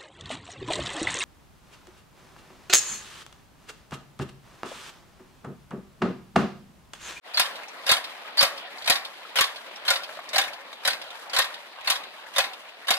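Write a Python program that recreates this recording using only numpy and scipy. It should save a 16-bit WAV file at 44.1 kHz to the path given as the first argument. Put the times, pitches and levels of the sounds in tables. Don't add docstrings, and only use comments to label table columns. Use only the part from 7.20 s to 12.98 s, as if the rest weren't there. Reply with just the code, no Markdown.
import sys
import numpy as np
from scipy import signal
from scipy.fft import rfft, irfft, next_fast_len
from scipy.io import wavfile

SR = 44100
rng = np.random.default_rng(int(sys.argv[2]) if len(sys.argv) > 2 else 0)


def pcm_store(signal):
    levels = np.round(np.clip(np.atleast_2d(signal), -1, 1) * 32767)
    wavfile.write(sys.argv[1], SR, levels.astype(np.int16).T)


N = 255074
CUTOFF_HZ = 14900

# (frequency [Hz], relative density [dB])
TRAY_SPECTRUM = [(120, -63), (250, -20), (420, -14), (560, -2), (760, -2), (880, -6), (1050, -4), (1400, 2),
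                 (1900, 0.5), (2400, 0), (3200, -24)]
STEEL_SPECTRUM = [(1400, -41), (2200, -7), (2800, -2), (3600, 1.5), (4400, -3), (5000, -2), (5600, -14.5),
                  (7000, -33)]
CRACK_SPECTRUM = [(3500, -20), (5500, 6.5), (7500, 3), (9700, 4), (10500, 1), (12300, 0), (13200, -1.5),
                  (14600, -16)]
# (frequency [Hz], coherence [0-1], phase lag of the right [rad])
MIC_PAIR = [(100, 1, -0.5), (700, 0.88, 0.3), (1610, 0.71, 0.5), (2050, 0.34, -1.53), (2660, 0.54, -3.5),
            (4000, 0.51, -2.5), (5200, 0.83, -2.5), (6540, 0.23, -2.5), (13900, 0.089, -0.5)]
# (slam time [s], slam level [dB], tray level [dB], thud level [dB], rattle lead [s], rattle level [dB],
#  latch lead [s], latch level [dB], rebound level [dB], return delay [s], return level [dB])
PLANTING_STROKES = [(0.195, -14, -22, -53, 0.059, -37.5, 0.023, -22, -31, 0.16, -33.5),
                    (0.7141, -12, -20.5, -42.5, 0.05, -25, 0.023, -16, -27, .127, -28),
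                    (1.226, -14.5, -20, -44, 0.055, -25.5, .019, -16, -48, 0.15, -31.5),
                    (1.698, -12, -20, -44, 0.04, -30.5, 0.024, -20, -25, 0.15, -28.5),
                    (2.208, -14.5, -22.5, -48, 0.052, -21.5, 0.023, -17, -37, .150, -32.5),
                    (2.703, -15.5, -19.5, -54, 0.053, -33.5, 0.024, -20, -26, 0.13, -29),
                    (3.181, -15, -20.5, -58, 0.05, -26.5, .0225, -22, -30.5, 0.15, -33),
                    (3.6747, -16.5, -21.5, -56, .041, -41, .025, -22, -30, 0.14, -31.5),
                    (4.187, -15, -21, -51, .055, -25.5, .024, -19.5, -30.5, .152, -32),
                    (4.6994, -15.5, -24.5, -66, 0.055, -38, 0.026, -21.5, -29, .134, -36),
                    (5.182, -15, -20, -54, 0.046, -38.5, .021, -23, -30, 0.15, -34.5),
                    (5.705, -14.5, -21.5, -48.5, 0.035, -33, .0235, -22, -33, .148, -36)]


def from_db(db):
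    return 10 ** (np.asarray(db) / 20)


def unit_rms(x):
    return x / np.sqrt(np.mean(x ** 2) + 1e-20)


def at_hz(table, hz, column=1):
    table = np.array(table)
    return np.interp(np.log(np.maximum(hz, 1)), np.log(table[:, 0]), table[:, column])


def add(out, start_s, sound):
    i = int(start_s * SR)
    out[:, i:i + sound.shape[-1]] += sound[..., :max(N - i, 0)]


def drift(rate_hz):
    knots = rng.standard_normal(2000)
    return unit_rms(np.interp(np.arange(N) / SR * rate_hz, np.arange(len(knots)), knots))


def decay(t, t60):
    return from_db(-60 * t / t60)


def coloured(noises, spectrum, direct=1):
    size = noises.shape[-1]
    padded = next_fast_len(size)
    hz = np.arange(padded // 2 + 1) * SR / padded
    left, independent = rfft(noises, padded)
    coherence = np.clip(direct * at_hz(MIC_PAIR, hz), 0, .99)
    lag = np.exp(-1j * at_hz(MIC_PAIR, hz, column=2))
    right = (coherence * left + np.sqrt(1 - coherence ** 2) * independent) * lag
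    shaped = np.array([left, right]) * from_db(at_hz(spectrum, hz))
    return unit_rms(irfft(shaped, padded)[:, :size])


def tone(hz, cycles):
    return np.sin(2 * np.pi * cycles - np.array([[0], [at_hz(MIC_PAIR, hz, column=2)]]))


def water(wash_db, bubbles_db, size_db, direct, count):
    # (time [s], level [dB])
    stirring = [(0.1, -45), (0.26, -43), (0.3, -43.5), (1.74, -43), (1.85, -45.5), (3.14, -43.5),
                (3.44, -46), (4.28, -44), (4.45, -46.5), (5.32, -46), (5.45, -48), (5.78, -49.5)]
    # (frequency [Hz], relative density [dB])
    splash_spectrum = [(30, -38), (90, -44), (180, -14.5), (350, -8.5), (560, -1), (1000, 0), (1600, -3.5),
                       (2400, -3), (3800, -5.5), (4800, -11), (6000, -20), (8000, -22.5), (12000, -24),
                       (15000, -31)]
    stir_db = np.interp(np.arange(N) / SR, *np.transpose(stirring))
    stir_db += wake(lift_db=1.5, delay_s=0.12, width_s=0.063)
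    splashes = rng.standard_normal((2, N)) * from_db(1.23 * drift(250) + 0.6 * drift(40))
    fizz = np.zeros((2, N))
    for when, pitch, size, side in rng.random((count, 4)):
        level_db = size_db * min(-np.log(1 - size), 2.5)
        pan_db = (side - .5) * np.array([[5], [-5]])
        gain = from_db(level_db + pan_db) * np.sqrt(2 ** pitch)
        add(fizz, when * N / SR, gain * bubble(520 * 8 ** pitch, cycles=57, glide=0.056))
    wash = coloured(sloshing(splashes, patchy_db=2.0, rate_hz=22, bands=9), splash_spectrum, direct)
    return from_db(stir_db) * (from_db(wash_db) * wash + from_db(bubbles_db) * unit_rms(fizz))


def sloshing(splashes, patchy_db, rate_hz, bands):
    size = next_fast_len(N)
    spectrum, hz = rfft(splashes, size), np.arange(size // 2 + 1) * SR / size
    centres_hz = np.geomspace(400, 6000, bands)
    out = np.zeros((2, N))
    for weights in np.eye(bands):
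        band = irfft(spectrum * np.interp(hz, centres_hz, weights), size)[:, :N]
        out += band * from_db(patchy_db * drift(rate_hz))
    return out


def bubble(hz, cycles, glide):
    t60 = cycles / hz
    t = np.arange(int(t60 * SR)) / SR
    return tone(hz, hz * t * (1 + glide * t / t60)) * decay(t, t60) * (1 - np.exp(-t * hz / 2))


def strokes(rattle_gap_s, bounce_s, bounce_loss_db, rebound_s):
    out = np.zeros((2, N))
    for (slam_s, slam_db, tray_db, thud_db, rattle_lead, rattle_db,
         latch_lead, latch_db, rebound_db, return_delay, return_db) in PLANTING_STROKES:
        for k in range(3):
            rattle = knock(rattle_db, tray_db=-4.0, steel_db=-0.5, crack_db=-9.5, t60=0.13)
            lead = rattle_lead - k * rattle_gap_s
            if lead > latch_lead + rattle_gap_s / 2:
                add(out, slam_s - lead, rattle)
        latch = knock(latch_db, tray_db=-2.5, steel_db=1.5, crack_db=-9.5, t60=0.095)
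        add(out, slam_s - latch_lead, latch)
        add(out, slam_s, slam(slam_db, tray_db, thud_db))
        add(out, slam_s + bounce_s * rng.uniform(.7, 1.3),
            knock(slam_db - bounce_loss_db, tray_db=-8.5, steel_db=3.5, crack_db=-11, t60=0.041))
        add(out, slam_s + rebound_s * rng.uniform(.9, 1.1),
            knock(rebound_db, tray_db=-5, steel_db=2.0, crack_db=-12.5, t60=0.078))
        add(out, slam_s + return_delay, return_tick(steel_db=return_db - 2.5, crack_db=return_db - 15))
    return out


def impact(spectrum, rise_s, hold_s, t60, tail_db, tail_t60, uneven_db):
    t = np.arange(SR // 3) / SR
    white = rfft(rng.standard_normal((2, len(t))))
    strengths = np.repeat(rng.standard_normal(len(t) // 40), 40)[:white.shape[1]]
    modes = coloured(irfft(white * from_db(uneven_db * strengths), len(t)), spectrum)
    early = decay(np.maximum(t - hold_s, 0), t60)
    tail = from_db(tail_db) * decay(t, tail_t60)
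    envelope = (1 - np.exp(-t / rise_s)) * np.hypot(early, tail)
    return unit_rms(modes * envelope) * np.sqrt(np.mean(envelope ** 2))


def knock(db, tray_db, steel_db, crack_db, t60):
    steel = impact(STEEL_SPECTRUM, 0.0012, 0.0061, t60=t60, tail_db=-10.5, tail_t60=.2, uneven_db=6)
    tray = impact(TRAY_SPECTRUM, 0.0026, 0.0032, t60=0.12, tail_db=-13, tail_t60=0.26, uneven_db=2.5)
    crack = impact(CRACK_SPECTRUM, 0.00067, 0.0054, t60=0.12, tail_db=-7, tail_t60=0.19, uneven_db=3)
    out = from_db(steel_db) * steel + from_db(tray_db) * tray + from_db(crack_db) * crack
    add(out, 0, from_db(tray_db - 46.5) * thud(top_hz=248, t60=0.078, incoherent=0.93))
    return from_db(db) * out


def thud(top_hz, t60, incoherent):
    t = np.arange(SR // 8) / SR
    push = rng.standard_normal((3, len(t))) * decay(t, t60)
    lowpass = signal.butter(2, top_hz, fs=SR, output="sos")
    return unit_rms(signal.sosfilt(lowpass, push[0] + incoherent * push[1:]))


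def frame(contacts, vary_db):
    # (frequency [Hz], bandwidth [Hz], mean gain [dB])
    frame_modes = [(551, 21, 2), (713, 50, -4.5), (786, 43, 1.5), (1017, 50.5, 9), (1116, 37, 3.5),
                   (1640, 80, -2), (1830, 30, 2), (2136, 36, -1.5), (2540, 49, -2), (3750, 45, -7)]
    out = contacts.copy()
    for hz, width_hz, gain_db in frame_modes:
        radius = np.exp(-np.pi * width_hz / SR)
        poles = [1, -2 * radius * np.cos(2 * np.pi * hz / SR), radius ** 2]
        scale = (1 - radius ** 2) / 2
        drive = contacts * from_db(gain_db + vary_db * drift(15))
        out += signal.lfilter([scale, 0, -scale], poles, drive + 1e-18)
    return out


def pawl(t60, split, partner_db):
    # (time [s], level [dB], frequency [Hz])
    pings = [(.144, -21, 4750), (0.173, -14, 4350), (.692, -14, 4600), (1.179, -15, 4660),
             (1.191, -7.5, 4640), (2.682, -14.5, 4230), (3.159, -19, 4220), (3.649, -24, 3800),
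             (4.165, -24, 4120), (4.673, -19, 4350)]
    out, t = np.zeros((2, N)), np.arange(SR // 8) / SR
    envelope = decay(t, t60) * (1 - np.exp(-t / 0.00061))
    for start_s, db, hz in pings:
        partner = from_db(partner_db) * tone(hz, hz * (1 - split) * t + rng.random())
        add(out, start_s, from_db(db) * (tone(hz, hz * t) + partner) * envelope)
    return out


def slam(db, tray_db, thud_db):
    tray = impact(TRAY_SPECTRUM, 0.0018, 0.0063, t60=0.098, tail_db=-7, tail_t60=0.41, uneven_db=2.5)
    steel = impact(STEEL_SPECTRUM, 0.00042, 0.0059, t60=0.12, tail_db=-8.5, tail_t60=0.31, uneven_db=3)
    crack = impact(CRACK_SPECTRUM, .00047, .0045, t60=.054, tail_db=-10.5, tail_t60=.24, uneven_db=3.5)
    out = from_db(tray_db + 0.04) * tray + from_db(db - 2.0) * steel + from_db(db - 4.5) * crack
    add(out, 0, from_db(thud_db - 2) * thud(top_hz=220, t60=0.03, incoherent=1.0))
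    return out


def wake(lift_db, delay_s, width_s):
    t = np.arange(N) / SR
    return lift_db * sum(np.exp(-((t - row[0] - delay_s) / width_s) ** 2) for row in PLANTING_STROKES)


def return_tick(steel_db, crack_db):
    clink = impact(STEEL_SPECTRUM, .001, .006, t60=.09, tail_db=-14, tail_t60=.15, uneven_db=3)
    snap = impact(CRACK_SPECTRUM, .001, .004, t60=.08, tail_db=-14, tail_t60=.15, uneven_db=3)
    return from_db(steel_db) * clink + from_db(crack_db) * snap


def loose_parts(faint_db, spread_db, low_hz, high_hz, count):
    # (time [s], relative level [dB], ring frequency [Hz])
    clear_ticks = [(0.432, -37, 2400), (.482, -42, 5800), (1.582, -37, 4570), (1.62, -34, 3800),
                   (1.643, -34, 4300), (2.558, -40, 5400), (3.089, -34.5, 4900), (3.278, -32.5, 2320),
                   (3.528, -37.5, 3730), (3.904, -37, 3560), (4.096, -35, 4800)]
    out = np.zeros((2, N))
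    for start_s, db, hz in clear_ticks:
        add(out, start_s, from_db(db + 1.0) * small_part(hz, width=0.31, t60=0.074))
    for k, (when, size, pitch) in enumerate(rng.random((count, 3))):
        part = small_part(low_hz * (high_hz / low_hz) ** pitch, width=0.26, t60=0.063)
        add(out, (k + when) / count * N / SR, from_db(faint_db + spread_db * size) * part)
    return out


def small_part(hz, width, t60):
    spectrum = [(hz / (1 + width) ** 2, -24), (hz, 0), (hz * (1 + width), -16), (CUTOFF_HZ, -34)]
    return impact(spectrum, 0.00072, 0.0025, t60=t60, tail_db=-16, tail_t60=.12, uneven_db=3)


def plops():
    # (time [s], relative level [dB], starting frequency [Hz])
    air_pockets = [(2.051, -32.5, 1290), (2.891, -31.5, 607), (2.892, -30.5, 1550), (2.972, -29.5, 608),
                   (2.989, -29.5, 687), (2.990, -29, 1140), (3.143, -24, 608), (3.163, -17.5, 706),
                   (3.528, -31, 1130)]
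    out = np.zeros((2, N))
    for start_s, db, hz in air_pockets:
        smack = impact(TRAY_SPECTRUM, .001, .004, t60=.04, tail_db=-20, tail_t60=.1, uneven_db=4)
        add(out, start_s, from_db(db + 6.5) * bubble(hz, cycles=20, glide=0.039))
        add(out, start_s, from_db(db - 12.0) * smack)
    return out


def scene():
    contacts = strokes(rattle_gap_s=.013, bounce_s=.025, bounce_loss_db=10.5, rebound_s=.056)
    contacts += loose_parts(faint_db=-46, spread_db=6, low_hz=1500, high_hz=4800, count=36)
    machine = frame(contacts, vary_db=1.5) * from_db(-2.0) + pawl(t60=0.08, split=0.057, partner_db=-4)
    return machine + plops() + water(wash_db=1.77, bubbles_db=-6, size_db=3.5, direct=0.54, count=1100)


def record(dry):
    # (frequency [Hz], level difference [dB])
    imbalance = [(60, 0.0), (99, 0), (160, 0.0), (270, 0), (450, 0), (740, 0.5), (1220, -0.5), (2010, 5.5),
                 (3330, -1.0), (5500, -0.5), (9080, 1.0), (15000, 1.5)]
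    size = next_fast_len(N)
    tilt_db = at_hz(imbalance, np.arange(size // 2 + 1) * SR / size)
    heard = irfft(rfft(dry, size) * from_db(tilt_db * np.array([[.5], [-.5]])), size)[:, :N]
    fade_in = np.clip(np.arange(N) / SR / 0.062, 0, 1) ** 3
    lowpass = signal.ellip(10, .2, 80, CUTOFF_HZ, fs=SR, output="sos")
    return signal.sosfilt(lowpass, heard * fade_in)


dry = scene()
out = record(dry)
pcm_store(out)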